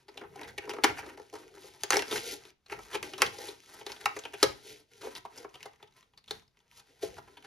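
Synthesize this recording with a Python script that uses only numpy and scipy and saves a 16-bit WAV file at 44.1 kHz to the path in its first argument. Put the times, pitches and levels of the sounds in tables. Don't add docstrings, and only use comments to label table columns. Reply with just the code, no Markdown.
import sys
import numpy as np
from scipy import signal
from scipy.fft import rfft, irfft
from scipy.io import wavfile
from scipy.ndimage import uniform_filter1d

SR = 44100
rng = np.random.default_rng(int(sys.argv[2]) if len(sys.argv) > 2 else 0)


def generate_wav(signal):
    frames = np.transpose(np.atleast_2d(signal))
    scaled = np.clip(frames, -1, 1) * 32767
    pcm = np.round(scaled).astype(np.int16)
    wavfile.write(sys.argv[1], SR, pcm)


N = 328986
TIME = np.arange(N) / SR
SHORT = 6000

# start in seconds, strength in dB, weights of box, panel
# and fibres against the flap in dB, local resonance in Hz, time scale of the break in seconds.
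SNAPS = [(.0828, -56, 3.5, -1.5, -1.5, 4460, 0.0048), (0.1733, -48, -12, -1, -0.5, 3270, 0.0019),
         (0.4126, -50, -6.5, 3.5, -1, 1900, 0.002), (0.432, -56.5, -5, 1, 4, 3850, 0.0023),
         (0.4758, -50, -12.5, -6.5, -2, 1710, 0.013), (.579, -39, -4.5, -6, -4, 2040, .0036),
         (0.694, -44.5, 3, -4.5, 0.5, 4880, 0.0024), (.703, -43, -1, -1.5, -5, 2700, 0.0045),
         (.837, -29.5, 1.5, -4.5, 1, 4480, 0.0022), (0.8408, -26.5, -15.5, 4, 2, 2080, 0.0023),
         (0.8479, -31.5, 2, 1.5, -7.5, 1810, 0.00066), (.983, -47, -11, 0, 1, 2130, 0.0088),
         (1.835, -39.5, -2.5, -4, 5.5, 6400, 0.00064), (1.9054, -28.5, -8.5, -14.5, 2, 5740, 0.00032),
         (1.923, -32, -11.5, -6.5, -3.5, 1430, 0.0004), (1.9313, -29, -5, -11, -5.5, 1950, 0.0011),
         (1.939, -35.5, -4, 1.5, -5, 1900, 0.00076), (1.943, -35.5, 2, -0.5, -0.5, 1710, 0.00099),
         (1.9573, -37.5, 4.5, 4, -2, 2000, 0.00095), (1.969, -34, 4, -1.5, 5, 5300, 0.00053),
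         (1.992, -36.5, 0, -2, -2, 2390, 0.0015), (2.022, -39, -5, -6, -2, 2220, 0.00063),
         (2.081, -54, 6, -12.5, 3, 5060, .001), (2.099, -54.5, 1, -8, -1.5, 5000, 0.00077),
         (2.1118, -45.5, 8, 1.5, 7, 3800, .003), (2.121, -39, 5, -24, -2.5, 3690, .004),
         (2.1583, -36.5, -11, -13, -2, 2270, 0.0044), (2.178, -42, 0, -15, -7, 2320, 0.0019),
         (2.452, -64, 4, -10, 5, 3820, 0.0009), (2.661, -65, -17, -14, 3.5, 4400, 0.0042),
         (2.698, -49.5, -20, -12.5, -8.5, 2380, 0.0017), (2.7207, -42, -3.5, 1, -7.5, 2110, 0.0041),
         (2.9311, -42.5, 2, -2.5, -1.5, 3000, 0.013), (2.9445, -39, -1.5, -6.5, -4.5, 2260, 0.0037),
         (2.9518, -38, -6, -5, -0.5, 2640, 0.0037), (3.028, -42.5, -3.5, -5, 1.5, 3120, 0.00087),
         (3.1356, -45, -7, -7.5, -3.5, 2940, 0.001), (3.1802, -49, -0.5, -2.5, 2.5, 1090, 0.0029),
         (3.204, -48, 2.5, -2, -2, 3030, 0.0045), (3.2193, -22.5, -10.5, -10, -0.5, 2657, .0009),
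         (3.2617, -45.5, -2, -8, 4.5, 3220, 0.0026), (3.3855, -58.5, 13, 8, 9, 4870, 0.001),
         (3.4854, -57.5, 13.5, -4, 11.5, 4200, 0.003), (3.8096, -58, 7.5, 6.5, 1, 3240, 0.0067),
         (3.8646, -46, 4, -3.5, 2.5, 4020, 0.0021), (3.893, -54, 5, 7, 2, 3030, 0.0053),
         (3.919, -53.5, -2, 0, 8.5, 5400, 0.0017), (3.963, -58, -5.5, -3.5, -1, 3500, 0.0022),
         (4.0114, -57.5, -8.5, -8, 1, 4000, 0.0011), (4.041, -59, -6, -7.5, -2, 3500, 0.00097),
         (4.057, -28.5, -22.5, 6, -5, 2930, 0.0011), (4.1646, -46.5, 6, -2.5, 0.5, 2300, 0.0041),
         (4.189, -54.5, -2, -11, 8, 6300, 0.0028), (4.237, -53.5, -8, -5, -1.5, 3000, 0.0026),
         (4.2521, -42.5, -4.5, -1, -8.5, 2640, 0.0022), (4.3345, -46, 3, -2, -1, 2970, 0.0074),
         (4.428, -27, 5.5, 3, 6, 3930, .0036), (4.4384, -34.5, 6, -1.5, -4.5, 3860, 0.0015),
         (5.0107, -54, 1.5, -7, 3, 1600, 0.0081), (5.152, -51.5, -11, -4, 4, 3280, 0.0023),
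         (5.1612, -53.5, -9, -2, 5.5, 3820, 0.0025), (5.3762, -58.5, -17, 2, 9, 5410, 0.003),
         (5.541, -61.5, -4, 4, 7, 2870, 0.003), (5.554, -62, 3.5, 9.5, 8, 2840, 0.0019),
         (5.6059, -55.5, -11, -9, -5, 2160, .0015), (5.629, -53.5, -15, -7, 5, 1954, 0.0015),
         (5.735, -70, -2, 0, -13, 3500, 0.00095), (5.8268, -63.5, 7.5, 6, 6.5, 3580, 0.0021),
         (5.875, -68.5, -11, -10, -3, 3925, 0.0019), (5.924, -76.5, -17, -7, 2, 4000, .001),
         (6.027, -68.5, -10, -7, -1, 3500, 0.0009), (6.136, -76.5, -14, 2, -7, 3000, 0.00067),
         (6.136, -76, -9, 1, -4, 3000, 0.0007), (6.1748, -65.5, -17, -14, 8.5, 4470, 0.0038),
         (6.2407, -73.5, -20.5, -7, 6, 3595, 0.00095), (6.2788, -61, -10, -6, 6, 3560, 0.0023),
         (6.3088, -44, 2, -9, 7, 3800, 0.00098), (6.479, -84, -1, -10.5, 11, 5060, 0.00095),
         (6.5709, -72, -13, -3.5, -2, 2530, 0.0017), (6.603, -77, -15, 1, 1, 3500, 0.00089),
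         (7.37, -56.5, -14, 2, 0, 3400, 0.0041), (7.425, -69, -10, -6, 5.5, 3430, 0.0017),
         (7.4432, -54.5, -6, -2, -3.5, 1690, 0.0063)]
# start in seconds, strength in dB, weights of box and
# fibres against the panel in dB, time scale of the contact in seconds.
TAPS = [(0.212, -46.5, 1, -20, 0.0042), (.236, -49, 0.5, -22, 0.004), (0.3571, -50.5, -5, -7.5, 0.0053),
        (.675, -50, 5.5, -18, 0.0042), (.735, -42.5, 0.5, -11, 0.0022), (0.765, -48, 1, -17, 0.0029),
        (0.7841, -41, 0, -26, 0.0024), (1.0294, -49.5, 0.5, -21, 0.0034), (1.062, -51, 0, -7.5, 0.0045),
        (1.1742, -52, 1, -8, 0.0029), (1.197, -54, 7.5, -10, 0.0027), (1.3278, -55, 9, -5, 0.0034),
        (1.338, -52, 10, -3, 0.0027), (1.352, -49, -7, -6.5, 0.0031), (1.54, -64.5, 7, -3, 0.0029),
        (1.571, -59, 4, -15, 0.0032), (1.64, -60, 8, -6, 0.0032), (2.7889, -47, -5.5, -13, 0.0034),
        (5.0305, -49, 6.5, -14, 0.013), (5.0691, -49, 8, -13, 0.0024), (5.251, -43.5, -9, -15.5, 0.00365),
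        (5.4464, -46.5, 2.5, -23, 0.0025), (5.656, -45.5, -2, -9, 0.0028), (5.799, -61, -14, -24, 0.0017),
        (7.029, -51, 21.5, 1.5, 0.0032), (7.167, -56, -4, -20, .003), (7.182, -48, -5.5, -11.5, 0.0019),
        (7.276, -62, -3, -22, 0.0011)]
# frequency in Hz, relative level in dB, t60 in seconds.
BOX_MODES = [(241, -4, 0.032), (335.6, -7.5, 0.091), (380, -5, 0.06), (419.7, 0.5, 0.065),
             (541.4, -6.5, 0.063), (677, -9, 0.052)]
# frequency in Hz, relative level in dB, t60 in seconds.
PANEL_MODES = [(750, -2, 0.045), (814, 6.5, 0.058), (959, 8, 0.055), (1090, -0.5, 0.023), (1280, 4, 0.031),
               (1440, -1, 0.021), (1650, 0.5, 0.011), (1810, -5.5, 0.032), (1900, 4, 0.012),
               (2220, -6, 0.078)]
# ratio to the local resonance, level in dB.
PATCH_MODES = [(.82, -7), (1, 0.5), (1.22, -5)]
# time in seconds, dB per octave below 420 Hz.
GRIP_TILT = [(.2, 2), (.58, -13), (.82, 9), (1.3, -3), (1.9, -11), (2.13, 6), (2.72, -9.5), (3.2, -9),
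             (4.1, -21), (4.45, -25), (5.05, -9), (6.3, -29.5), (7.03, -20), (7.4, -2)]
# frequency in Hz, relative level in dB.
FLAP_SPECTRUM = [(250, -31.5), (500, -14.5), (750, -3.5), (1200, -4), (2200, -3), (2900, -7.5),
                 (4500, -32.5), (9000, -55)]
FIBRE_SPECTRUM = [(1000, -36), (2000, -8.5), (2900, -3), (4200, -1.5), (6500, -5), (8500, -5),
                  (11000, -12.5), (13500, -17.5), (16000, -14.5)]
RASP_SPECTRUM = [(1000, -28), (2000, -0.5), (2900, -0.5), (4200, -1), (6500, -5), (8500, -6.5),
                 (11000, -12.5), (13300, -17.5), (14500, -27.5), (16000, -36.5)]
# firmest moment, swell and release in seconds,
# strength in dB, weights of box and fibres against the flap in dB.
STROKES = [(.22, 0.17, 0.13, -65, 10.5, -27), (.421, 0.17, 0.14, -55, 5.5, -5),
           (0.699, 0.19, 0.29, -55, 8, -5.5), (.87, 0.048, 0.075, -36.5, -3, -12),
           (.99, 0.07, 0.064, -46.5, -8, -7), (1.069, 0.08, 0.15, -53.5, 4.5, -4.5),
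           (1.35, 0.04, 0.41, -61.5, 8, 0.5), (1.649, 0.1, 0.19, -64, 1, 9),
           (1.81, 0.028, 0.093, -65, -13, 10), (1.95, 0.068, 0.14, -38, -3, -0.5),
           (2.156, 0.12, 0.13, -42.5, -0.5, 5.5), (2.3, 0.13, 0.1, -46, 0.5, 8),
           (2.719, 0.041, 0.099, -48.5, 2.5, -5), (2.951, 0.085, 0.029, -47, -3, -1),
           (3.041, 0.018, 0.21, -48, 1.5, 0.5), (3.229, 0.062, 0.11, -41, 1, -3.5),
           (3.47, 0.25, 0.12, -50.5, 0.5, 4.5), (3.66, 0.2, 0.24, -73, -16, 13),
           (3.8, 0.23, 0.068, -59, 1.5, 3), (3.88, 0.032, 0.2, -50.5, -4, -0.5),
           (4.07, 0.21, 0.3, -60, 2, 3), (4.27, 0.26, 0.093, -58.5, 0, -0.5),
           (4.43, 0.11, 0.17, -47, -29, 0), (4.7, 0.11, 0.13, -57, 4, 9.5),
           (5.04, 0.022, 0.13, -50.5, 3, 2.5), (5.176, 0.044, 0.021, -46, -10, 1),
           (5.391, 0.11, 0.084, -54, 2, 0), (5.64, 0.27, 0.15, -62, -10, -1.5),
           (5.809, 0.021, 0.082, -64, -1, -9), (5.97, 0.025, 0.1, -62.5, -11.5, 1),
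           (6.309, 0.052, 0.14, -59, -9, 4), (6.79, 0.11, 0.046, -64.5, -17.5, 8),
           (7.03, 0.02, 0.072, -49, 4, 5.5), (7.182, 0.26, 0.036, -59, 1, 1.5),
           (7.28, 0.03, 0.5, -65.5, -0.5, -2), (7.45, 0.067, .1, -62, 1, -4.5)]
# time in seconds, drive in dB.
HOLDING_RUB = [(0, -73), (.6, -74.5), (1.28, -70), (1.75, -68.5), (2.5, -59.5), (2.56, -103), (2.64, -87),
               (2.75, -66), (3.62, -68), (4.6, -69), (4.86, -80), (4.93, -67.5), (5.5, -79), (6.1, -83),
               (6.53, -94), (6.6, -81), (6.98, -76.5), (7.1, -68.5), (7.45, -76)]
# start in seconds, strength in dB, t60 in seconds.
BUMPS = [(.235, -61, 0.6), (0.439, -56.5, 0.26), (0.856, -49.5, 0.37), (1.932, -59, 0.22),
         (2.129, -48, 0.074), (2.727, -57.5, 0.46), (2.959, -58.5, 0.41), (3.22, -49.5, 0.21),
         (4.422, -44, 0.2), (6.311, -59, 0.19), (7.04, -60, 0.3), (7.115, -64, 0.23), (7.165, -63, 0.3)]
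# frequency in Hz, relative level in dB.
THUD_SPECTRUM = [(25, -22.5), (40, -13.5), (54, 1), (75, -3), (105, -2.5), (135, 2.5), (170, -5), (230, -6),
                 (500, -33.5)]
AIR_SPECTRUM = [(25, -6), (55, 3.5), (110, -6.5), (400, -10.5), (1500, -18.5), (6000, -25), (13000, -33.5),
                (16000, -41)]
# frequency in Hz, t60 in seconds, level of the common tail in dB,
# level of the left-right difference tail against it in dB.
ROOM_BANDS = [(93, 0.51, -10, -2), (360, 0.27, -11.5, 1), (1120, 0.23, -8.5, 3), (3500, 0.3, -12, -2.5),
              (8350, 0.29, -22, -14.5)]
# frequency in Hz, lead of the left in radians.
PORT_PHASE = [(100, 0), (1900, 0), (2600, .55), (5100, .7), (6200, -.3), (7700, -2.9), (8500, -3.3),
              (11000, -6), (12500, -6.8), (14300, -9.3), (16000, -9.7)]
# frequency in Hz, left minus right in dB.
PORT_BALANCE = [(150, 0), (400, 1.5), (900, 0.5), (2000, 0), (4800, 3), (7500, 1.5), (16000, -2)]


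def cracks(box_db, flap_db, fibre_db, panel_db, tone_share, settle_db, settle_t60):
    out = np.zeros(N + 2 * SHORT)
    flap_ir, fibre_ir = response(FLAP_SPECTRUM), response(FIBRE_SPECTRUM)
    span = np.sqrt(SR / 50)
    for start, box, panel, flap, fibre, hz, length in snaps_and_taps():
        train = fracture(length)
        patch_modes = [(hz * ratio, db, 0.0042) for ratio, db in PATCH_MODES]
        tone = ring(patch_modes, scatter_db=1.5, detune=0.024)
        local = tone_share * (1000 / hz) ** 0.15 * undb(-.3 * (max(flap, fibre, -50) + 38.5))
        patch = signal.unit_impulse(SHORT) + local * tone
        rustle = unit(rng.standard_normal(SHORT) * fade(settle_t60))
        settle = undb(settle_db + 0.54 * min(fibre - flap, 0)) * rustle
        tilt = np.interp(start, *np.transpose(GRIP_TILT))
        modes = [(f, db + tilt * max(np.log2(420 / f), 0), t60) for f, db, t60 in BOX_MODES]
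        hollow = unit(build_up(train, t60=0.06) * ring(modes, scatter_db=3.0, detune=0.018))
        flap_waves = unit(through(bending_waves(train, t60=0.048, share=1.0), patch))
        bend = unit(through(flap_waves + settle, flap_ir))
        knock = unit(through(train, ring(PANEL_MODES, scatter_db=3.0, detune=0.026)))
        fibre_waves = unit(through(bending_waves(train, t60=0.035, share=0.78), patch))
        snap = unit(through(fibre_waves + settle, fibre_ir))
        i = int(start * SR)
        out[i:i + SHORT] += span * (undb(box + box_db) * hollow + undb(panel + panel_db) * knock
                                    + undb(flap + flap_db) * bend + undb(fibre + fibre_db) * snap)
    return out[:N]


def snaps_and_taps(tap_hz=850, tap_flap_db=-4):
    snaps = [(start, db + box, db + panel, db, db + fibre, hz, length)
             for start, db, box, panel, fibre, hz, length in SNAPS]
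    taps = [(start, db + box, db, db + tap_flap_db, db + fibre, tap_hz, length)
            for start, db, box, fibre, length in TAPS]
    return snaps + taps


def fracture(length):
    count = 3 + int(length * 5000)
    delay = rng.gamma(2, .6, 80)[:count]
    size = 0.56 * rng.standard_normal(80)[:count] * np.exp(-delay / 6.1)
    train = np.zeros(SHORT)
    np.add.at(train, np.minimum(delay * length * SR, SHORT - 1).astype(int), size)
    train[0] += .8
    return train


def ring(modes, scatter_db, detune):
    hz, db, t60 = np.transpose(modes)[:, :, None]
    strength, pitch, side = rng.standard_normal((3, len(modes), 1))
    waves = np.sign(side) * np.sin(2 * np.pi * hz * (1 + detune * pitch) * TIME[:SHORT])
    return unit(np.sum(undb(db + scatter_db * strength) * fade(t60) * waves, axis=0))


def bending_waves(push, t60, share):
    waves = unit(rng.standard_normal(SHORT) * fade(t60) * build_up(push, t60))
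    return unit(unit(push) + share * waves)


def build_up(push, t60):
    return np.sqrt(np.cumsum((push / fade(max(t60, .01))) ** 2))


def scraping(box_db, flap_db, fibre_db, uneven_db, crinkle_db, hiss_share, panel_share, rip_db):
    box, flap, fibre = rubbing_drive()
    loose = np.clip((-36 - fibre) / 22, .5, 1)
    grip = undb(uneven_db * loose * walk(rate=64))
    coarse = catches(rate=650, spread_db=2.0) * grip
    fine = (coarse + hiss_share * catches(rate=4100, spread_db=3.0)) / np.hypot(1, hiss_share)
    flicks = catches(rate=12, spread_db=1.5)
    tick_ir = bending_waves(signal.unit_impulse(SHORT), t60=0.0099, share=1.1)
    ticks = undb(np.minimum(fibre, -64) - 8) * through(flicks, tick_ir)
    crinkle = coarse * undb(crinkle_db * loose * walk(rate=65))
    flexing = crinkle * undb(flap + flap_db)
    nudges = loose * catches(rate=170, spread_db=1.0) + np.hypot(.3, np.sqrt(1 - loose ** 2)) * crinkle
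    rip = catches(rate=900, spread_db=3.5) * grip * undb(1.261 * fibre + rip_db)
    rip = signal.lfilter(*signal.butter(2, 8500, "high", fs=SR), rip)
    hollow = shifting_modes(nudges * undb(box + box_db), BOX_MODES, rate=16, detune=0.079)
    bend = through(flexing, response(FLAP_SPECTRUM))
    panel = panel_share * shifting_modes(flexing, PANEL_MODES, rate=9, detune=0.099)
    rasp = through(fine * undb(fibre + fibre_db) + ticks + rip, response(RASP_SPECTRUM))
    return hollow + bend + panel + rasp


def rubbing_drive(swell_db=23, roundness=1.416):
    hold = np.interp(TIME, *np.transpose(HOLDING_RUB)) + 2.5 * walk(rate=22)
    power = undb(hold + np.array([[-0.5], [0], [3]])) ** 2
    for firmest, swell, release, db, box_db, fibre_db in STROKES:
        away = np.maximum((firmest - TIME) / swell, (TIME - firmest) / release)
        near = away < 2
        stroke_db = db - swell_db * away[near] ** roundness
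        power[:, near] += undb(stroke_db + np.array([[box_db], [0], [fibre_db]])) ** 2
    return 10 * np.log10(power)


def catches(rate, spread_db):
    hit = rng.random(N) < rate / SR
    size = undb(spread_db * np.minimum(rng.exponential(size=N), 3.2))
    return unit(hit * size * rng.choice([-1, 1], N)) * np.sqrt(N)


def shifting_modes(x, modes, rate, detune, count=4):
    weights = undb(9.3 * np.array([walk(rate) for _ in range(count)]))
    weights /= np.sqrt(np.sum(weights ** 2, axis=0))
    return sum(through(x * weight, ring(modes, scatter_db=3.0, detune=detune)) for weight in weights)


def table_thud(card, tremble_db, bump_db, rise_s=0.047):
    card_rms = np.sqrt(np.abs(uniform_filter1d(card ** 2, size=1300)))
    push = undb(tremble_db) * card_rms ** 0.47
    for start, db, t60 in BUMPS:
        age = np.maximum(TIME - start, 0)
        rise = np.minimum(age / rise_s, 1)
        decay = undb(-60 * np.maximum(age - rise_s, 0) / t60)
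        push += undb(db + bump_db) * rise * decay
    return through(push * rng.standard_normal(N), response(THUD_SPECTRUM))


def reverberation(x, size=26000):
    hz = np.fft.rfftfreq(size, 1 / SR)
    onset = np.clip((TIME[:size] - .001) / 0.0027, 0, 1)
    tail = np.zeros((2, size))
    for k, (_, t60, db, side_db) in enumerate(ROOM_BANDS):
        band = along([(row[0], j == k) for j, row in enumerate(ROOM_BANDS)], hz)
        shape = unit((fade(t60, size) + 0.6 * fade(0.031, size)) * onset)
        noise = irfft(rfft(rng.standard_normal((2, size))) * np.sqrt(band), size)
        tail += undb([[db], [db + side_db]]) * shape * noise
    common, side = tail
    return x + through(x, common) + through(x, side) * np.array([[1], [-1]])


def room_tone(db):
    common, left, right = (through(rng.standard_normal(N), response(AIR_SPECTRUM)) for _ in range(3))
    return undb(db) * (common + .5 * np.array([left, right]))


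def response(points, size=2048):
    gain = undb(along(points, np.fft.rfftfreq(size, 1 / SR)))
    cepstrum = irfft(np.log(gain))
    cepstrum[1:size // 2] *= 2
    cepstrum[size // 2 + 1:] = 0
    return unit(irfft(np.exp(rfft(cepstrum))))


def through(x, ir):
    return signal.oaconvolve(x, ir)[:len(x)]


def fade(t60, size=SHORT):
    return np.exp(-np.log(1000) * TIME[:size] / t60)


def walk(rate):
    k = int(SR / rate)
    steps = np.repeat(rng.standard_normal(N // k + 1), k)
    return 1.82 * uniform_filter1d(uniform_filter1d(steps, k), k)[:N]


def along(points, hz):
    f, value = np.transpose(points)
    return np.interp(np.log(hz + 1), np.log(f), value)


def undb(db):
    return np.exp(np.asarray(db) * (np.log(10) / 20))


def unit(x):
    return x / np.sqrt(np.sum(x ** 2) + 1e-18)


def scene():
    card = cracks(box_db=-1.5, flap_db=0.0, fibre_db=0.5, panel_db=-2.5,
                  tone_share=0.65, settle_db=-15.0, settle_t60=0.2)
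    card += scraping(box_db=0.0, flap_db=-2.0, fibre_db=-2.5, uneven_db=2.5,
                     crinkle_db=1.5, hiss_share=1.4, panel_share=0.65, rip_db=13.0)
    card = signal.sosfilt(signal.butter(8, 245, "high", fs=SR, output="sos"), card)
    thud = table_thud(card, tremble_db=-44.5, bump_db=-1.5)
    return reverberation(card + thud) + room_tone(db=-82.0)


def record(dry):
    hz = np.fft.rfftfreq(N, 1 / SR)
    half_difference = undb(along(PORT_BALANCE, hz) / 2) * np.exp(.5j * along(PORT_PHASE, hz))
    heard = irfft(rfft(dry) * np.array([half_difference, 1 / half_difference]), N)
    return signal.sosfilt(signal.ellip(8, .2, 70, 16000, fs=SR, output="sos"), heard)


dry = scene()
out = record(dry)
generate_wav(out)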